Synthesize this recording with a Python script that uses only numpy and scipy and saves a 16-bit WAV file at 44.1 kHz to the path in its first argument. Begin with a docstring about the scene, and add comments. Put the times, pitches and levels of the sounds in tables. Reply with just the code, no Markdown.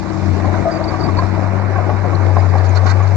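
"""Tracked diesel machine backing away

A heavy machine moves over broken ground, close to a small two-port microphone. Steered sines make the deep
hum, engine orders and drive tones; coloured noise makes the roar. Blows on damped modes make the track knock
and clatter, gliding sines make it groan and squeak, and bursts of ringing grains make gravel crunch.
A hollow band of noise grows, and a little wind noise brushes the right port."""
import sys
import numpy as np
from scipy import signal
from scipy.fft import rfft, irfft
from scipy.io import wavfile
from scipy.ndimage import uniform_filter1d

SR = 44100
rng = np.random.default_rng(int(sys.argv[2]) if len(sys.argv) > 2 else 0)


def wrap_up_sound(samples):
    """Save the sound to the file named by the first command line argument, as 16-bit audio."""
    columns = np.atleast_2d(samples).T
    # keep every value between -1 and 1, then stretch to whole-number steps
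    tamed = np.clip(columns, -1, 1)
    steps = np.round(tamed * 32767).astype(np.int16)
    wavfile.write(sys.argv[1], SR, steps)


N = 139356
T = np.arange(N) / SR  # time, s
HZ = np.fft.rfftfreq(N, 1 / SR)  # frequency of each spectral bin, Hz

# Deep exhaust hum: time_s, pitch_hz, level_db
HUM = [(0, 95.9, -36.5), (.16, 97.87, -28), (.3, 90.6, -17.5), (.4, 90.84, -24), (.5, 94.74, -19),
       (.63, 96.96, -26.5), (.7, 94.15, -38.5), (.85, 94.2, -28.5), (1.0, 96.2, -26), (1.15, 94.05, -20.5),
       (1.42, 96.9, -21.5), (1.6, 97.2, -20.5), (2.1, 96.1, -20), (2.2, 94.33, -18), (2.32, 93.3, -15.5),
       (2.6, 92, -16), (2.85, 93.5, -15.5), (3.16, 96.2, -16)]
# Course of the three noise bands: time_s, rumble_db, roar_db, hiss_db
LEVELS = [(0, -36, -32.5, -46), (.3, -28, -29.5, -44), (.55, -29.5, -26, -45.5), (1.2, -28.5, -27.5, -45.5),
          (1.7, -30.5, -26.5, -49.5), (2.2, -30.5, -27, -47), (2.7, -32.5, -26.5, -45),
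          (3.16, -35, -27, -46)]
# Modes of a track link, before detuning: frequency_hz, relative_level_db, t60_s
TRACK = [(584, 9.5, 0.028), (725, 12, 0.045), (1080, 8, 0.052), (1370, -3.5, 0.013), (1592, 0, 0.026),
         (2100, -15, 0.059)]
BLOW_S = .0003  # softness of a blow's onset


def amp(db):
    """Level law: decibels to an amplitude ratio."""
    return 10 ** (np.asarray(db) / 20)


def evened(x):
    """Power normalization: scales to rms 1."""
    return x / np.sqrt(np.mean(x ** 2) + 1e-20)


def col(table, k, at=T, log=False):
    """Linear interpolation of column k along time, or along log frequency."""
    rows = np.array(table, float)
    places = rows[:, 0]
    if log:
        at, places = np.log(at + 1), np.log(places + 1)
    return np.interp(at, places, rows[:, k])


def slow(hz):
    """Random modulation: noise low-passed near hz, at rms 1."""
    spectrum = rfft(rng.standard_normal(N))
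    return evened(irfft(spectrum / (1 + (HZ / hz) ** 4), N))


def tone(hz, db):
    """Frequency modulation: a sine whose phase integrates its pitch, at an rms level."""
    cycles = np.cumsum(hz * np.ones(N)) / SR + rng.random()
    return np.sqrt(2) * amp(db) * np.sin(2 * np.pi * cycles)


def gate(start, length):
    """Amplitude envelope: a rounded on-off window."""
    phase = np.clip((T - start) / length, 0, 1)
    return np.sin(np.pi * phase) ** .5 * (T < start + length)


def clicks(rate, spread_db):
    """Shot noise: random impulses of either sign and uneven size."""
    present = rng.random(N) < rate / SR
    size_db = spread_db * np.minimum(rng.exponential(1, N), 4)
    return present * rng.choice([-1., 1.], N) * amp(size_db)


def engine():
    """Periodic excitation: a gliding hum, steady shaft orders and two wavering drive tones."""
    # Shaft orders: order, start_db, middle_db, end_db
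    orders = [(3, -39.5, -50.5, -40.5), (4, -36, -35, -70.5)]
    # Drive whine: time_s, pitch_hz, level_db
    whine = [(0, 325, -35), (.27, 315, -32), (.39, 308, -44), (.55, 319, -32), (.9, 320, -34),
             (1.9, 321, -48)]
    # Second drive tone: time_s, pitch_hz, level_db
    drone = [(0, 342, -48), (1.201, 344.7, -47), (2.2, 348, -45.5)]
    shaft_hz, waver_db, waver_hz = 48.0, 1.5, 1.2  # wavers are rms
    out = tone(col(HUM, 1), col(HUM, 2))
    for order, *db in orders:
        level_db = np.interp(T, [0, T[-1] / 2, T[-1]], db)
        out = out + tone(order * shaft_hz, level_db + waver_db * slow(1.0))
    for table in (whine, drone):
        fade_db = -40 * np.maximum(T - table[-1][0], 0)  # 40 dB per second after the last row
        pitch_hz = col(table, 1) + waver_hz * slow(4.9)
        out = out + tone(pitch_hz, col(table, 2) + fade_db + waver_db * slow(3.2))
    return out


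def roar():
    """Modulated broadband noise: two copies share throb and patches, but not their noise and grit."""
    # Spectral colour, before each band is levelled: frequency_hz, density_db (per Hz)
    colour = [(20, -96.5), (45, -52), (70, -44), (170, -44.5), (340, -46), (450, -53.5), (650, -48.5),
              (1170, -54.5), (1550, -60), (2330, -63.5), (2700, -74), (3250, -85.5), (3900, -80),
              (4600, -83), (6900, -88), (8600, -100), (9300, -112)]
    split_hz = (450, 3150)
    patch_db, flicker_db = 1.77, 0.5  # rms
    grit_per_s, grit_spread_db, grit_share = 900, 1, 0.21  # share of power
    links_per_s, link_swell_db, firing_db = 5.96, 0.5, 1  # peak swells
    link_swell = np.cos(2 * np.pi * links_per_s * (T - 1.9))
    firing = np.cos(2 * np.pi * np.cumsum(col(HUM, 1)) / SR)  # one throb per cycle of the hum
    throb = amp(flicker_db * slow(60.0) + link_swell_db * link_swell + firing_db * firing)

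    # patches of level over frequency bins and time frames
    patch = uniform_filter1d(rng.standard_normal((257, N // 128 + 2)), size=5, axis=0)
    patch = evened(uniform_filter1d(patch, size=12, axis=1))
    low, high = (1 / (1 + (HZ / f) ** 8) for f in split_hz)
    out = np.zeros((2, N))
    for ch in range(2):
        grit = evened(clicks(grit_per_s, grit_spread_db))
        x = np.sqrt(1 - grit_share) * rng.standard_normal(N) + np.sqrt(grit_share) * grit
        z = signal.stft(x * throb, nperseg=512, noverlap=384)[2]
        z = z * amp(patch_db * patch[:, :z.shape[1]])
        x = signal.istft(z, nperseg=512, noverlap=384)[1][:N]
        coloured = rfft(x) * amp(col(colour, 1, HZ, True))
        for k, band in enumerate((low, high - low, 1 - high)):
            out[ch] += evened(irfft(coloured * band, N)) * amp(col(LEVELS, k + 1))
    return out


def knocks():
    """Modal impact: a link lands with a blunt blow and short rattle that ring the track's modes."""
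    # Knocks: start_s, peak_db (ahead of the ports), brightness_db (per octave about 1 kHz)
    blows = [(0.444, -15.5, 1), (.541, -14.5, 6), (.905, -23, 15.5), (0.94, -13.5, 12), (1.055, -13.5, -8),
             (1.086, -12.5, -2.5), (1.187, -10.5, 10), (1.222, -12.5, 4.5), (1.757, -12.5, 7.5),
             (1.781, -12.5, -1.5), (1.893, -9, -1), (2.046, -11.5, -4), (2.129, -14.5, 4.5), (2.367, -5, 0),
             (2.384, -17.5, -13.5), (2.536, -11.5, 2.5), (2.553, -10.5, -10), (2.856, -13, -5),
             (3.002, -12.5, 2.5)]
    taps_per_s, rattle_s = 600, .009  # rattle_s is the decay time constant
    t, out = T[:4000], np.zeros(N)
    for start_s, db, tilt_db in blows:
        sparse = rng.random(1500) < taps_per_s / SR
        taps = rng.standard_normal(1500) * sparse * np.exp(-t[:1500] / rattle_s)
        taps[0] = 1.64  # the first blow
        ring = np.zeros(len(t))
        for f, mode_db, t60 in TRACK:
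            decay = amp(mode_db + tilt_db * np.log2(f / 1000) - 60 * t / t60)
            ring += decay * np.sin(2 * np.pi * f * rng.uniform(0.943, 1.05) * t)
        blunt = 1 - np.exp(-(t / BLOW_S) ** 2)
        first = round(start_s * SR)
        hit = signal.fftconvolve(taps, ring * blunt)[:N - first]
        out[first:][:len(hit)] += amp(db) * hit / abs(hit).max()
    return out


def clatter():
    """Modal shot noise: countless small taps between the links, in clumps, following the roar's level."""
    taps_per_s, spread_db = 80, 3.2  # for each detuned mode
    below_roar_db, clump_db = -7, 2.0  # clumps are rms
    t, out = T[:2000], np.zeros(N)
    blunt = 1 - np.exp(-(t / BLOW_S) ** 2)
    for f, mode_db, t60 in TRACK:
        for detune in rng.uniform(0.873, 1.148, size=2):
            ring = amp(mode_db - 60 * t / t60) * np.sin(2 * np.pi * f * detune * t) * blunt
            out += signal.oaconvolve(clicks(taps_per_s, spread_db), ring)[:N]
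    return evened(out) * amp(col(LEVELS, 2) + below_roar_db + clump_db * slow(6.4))


def rubs():
    """Frictional tones of slipping pins: low groans with an overtone, thin squeaks that sag in pitch."""
    # Groans: start_s, length_s, level_db, from_hz, to_hz
    groans = [(0.646, 0.063, -16, 650, 693), (.72, 0.08, -31.5, 669, 620), (0.787, 0.045, -26, 583.6, 692)]
    # Squeaks: start_s, length_s, level_db, pitch_hz (at mid-length)
    squeaks = [(0.706, 0.071, -41, 4790), (0.838, 0.013, -37, 4750), (0.876, .032, -35.5, 4600),
               (0.99, 0.08, -37.5, 4700), (1.165, .042, -38, 4495), (2.142, .016, -40, 4250),
               (2.364, 0.02, -43, 3830), (2.382, .028, -46, 4960), (2.487, .02, -45, 4800),
               (2.748, 0.016, -44, 5390), (2.763, .014, -39, 4100), (2.684, 0.026, -47, 6600),
               (2.84, .022, -46, 6350), (3.026, .02, -48, 6650)]
    sag_per_s = .45  # share of pitch lost per second
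    quiver_hz_s2 = .035  # divided by length squared, so short slips are rough
    out = np.zeros(N)
    wobble, grind, overtone, quiver, flutter = (slow(hz) for hz in (70.0, 69.0, 40.0, 260.0, 100.0))
    for start_s, length_s, db, from_hz, to_hz in groans:
        hz = np.interp(T, [start_s, start_s + length_s], [from_hz, to_hz]) + 25 * wobble
        voice = tone(hz, db + 2.7 * grind) + tone(1.85 * hz, db - 15 + 3 * overtone)
        out += gate(start_s, length_s) * voice
    for start_s, length_s, db, hz in squeaks:
        sag = 1 - sag_per_s * np.clip(T - start_s - length_s / 2, -1, 1)
        pitch_hz = hz * sag + quiver_hz_s2 / length_s ** 2 * quiver
        out += gate(start_s, length_s) * tone(pitch_hz, db + 5.3 * flutter)
    return out


def gravel():
    """Granular excitation: grains with short resonant rings, in bursts where stones shift and break."""
    # Crunch colour: frequency_hz, relative_level_db
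    colour = [(1150, 4), (2020, -8), (2600, -21), (3200, -23), (4400, -12), (5300, -23), (6570, -19),
              (8300, -39.5)]
    # Crunches: start_s, length_s, level_db
    bursts = [(2.573, 0.02, -33.5), (2.634, 0.041, -31.5), (2.745, 0.042, -25.5), (2.858, .026, -22.5),
              (2.882, 0.044, -22), (3.069, 0.012, -31)]
    rings = 0
    for f in np.geomspace(1100, 8500, num=16):
        resonance = 1 / (1 + 1j * (HZ - f) / (0.05 * f))
        rings = rings + rfft(clicks(600.0, 3.0)) * resonance
    high_pass = 1 / (1 + (900 / (HZ + 1)) ** 4)
    grains = evened(irfft(rings * amp(col(colour, 1, HZ, True)) * high_pass, N))
    return grains * sum(amp(db) * gate(start_s, length_s) for start_s, length_s, db in bursts)


def boom():
    """Band resonance: noise in one narrow, hollow band that grows."""
    # Course of the band: time_s, level_db
    course = [(0, -55), (1.2, -47), (2.6, -38), (3.16, -39)]
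    centre_hz, half_width_hz = 408, 24
    band = rfft(rng.standard_normal(N)) / (1 + ((HZ - centre_hz) / half_width_hz) ** 2)
    return evened(irfft(band, N)) * amp(col(course, 1))


def ground(x):
    """Dispersive scatter off the stones: each pitch arrives after its own short delay."""
    delay_s = 0.00377 * np.interp(HZ, np.arange(0, SR / 2, 300), rng.random(74))
    phase = 2 * np.pi * np.cumsum(delay_s) * SR / N  # group delay integrated over frequency
    return irfft(rfft(x) * np.exp(-1j * phase), N)


def wind():
    """Turbulent pressure noise: low-frequency noise with a lumpy level."""
    # Gusts: time_s, level_db (before the lumps)
    gusts = [(0, -47.5), (2.1, -46.5), (2.25, -40), (2.45, -57), (3.16, -57)]
    band = (HZ / (HZ + 60)) ** 3 / (1 + (HZ / 260) ** 2)
    low = irfft(rfft(rng.standard_normal(N)) * band, N)
    return evened(low) * amp(col(gusts, 1) + 7.5 * slow(63.0))


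def scene():
    """Partial coherence: two ports hear partly the same sound, with their own balance and phase."""
    # Port contrast: frequency_hz, left_minus_right_db, likeness (0 to 1), left_lead_rad
    ports = [(40, 31, .9, -1.5), (97, 14.5, 0.95, 0.36), (164, 23, 1, 1.5), (233, 17, 0.18, -0.5),
             (370, 20.5, 1, -6.3), (470, 10.5, 1, 0.58), (1095, 1, 0.65, 0.2), (1490, -12, 0.06, -2.2),
             (2050, -3, 0.68, -0.4), (3420, -1, 0.23, -4.5), (4680, -9.5, 0.042, 4), (10300, 0.5, 0.1, 12)]
    track = knocks() + clatter() + gravel() + boom()
    near, scattered = roar() + [track, ground(track)]
    tilt_db, like, lead = (col(ports, k, HZ, True) for k in (1, 2, 3))
    tones = rfft(engine() + rubs())
    near, scattered = rfft(near), rfft(scattered)
    left = (near + tones) * amp(tilt_db / 2)
    common = (like * near + tones) * np.exp(-1j * lead)
    right = (common + np.sqrt(1 - like ** 2) * scattered) * amp(-tilt_db / 2)
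    return irfft([left, right], N) + [np.zeros(N), wind()]


def record(dry):
    """Saturation and band limiting: a soft ceiling on the peaks, then a low-pass filter."""
    ceiling, edge_hz = .93, 9250  # ceiling as a share of full scale
    soft = dry / (1 + abs(dry / ceiling) ** 6) ** (1 / 6)
    low_pass = signal.firwin(511, edge_hz, window=("kaiser", 9), fs=SR)
    return signal.oaconvolve(soft, low_pass[None], "same")


dry = scene()
out = record(dry)
wrap_up_sound(out)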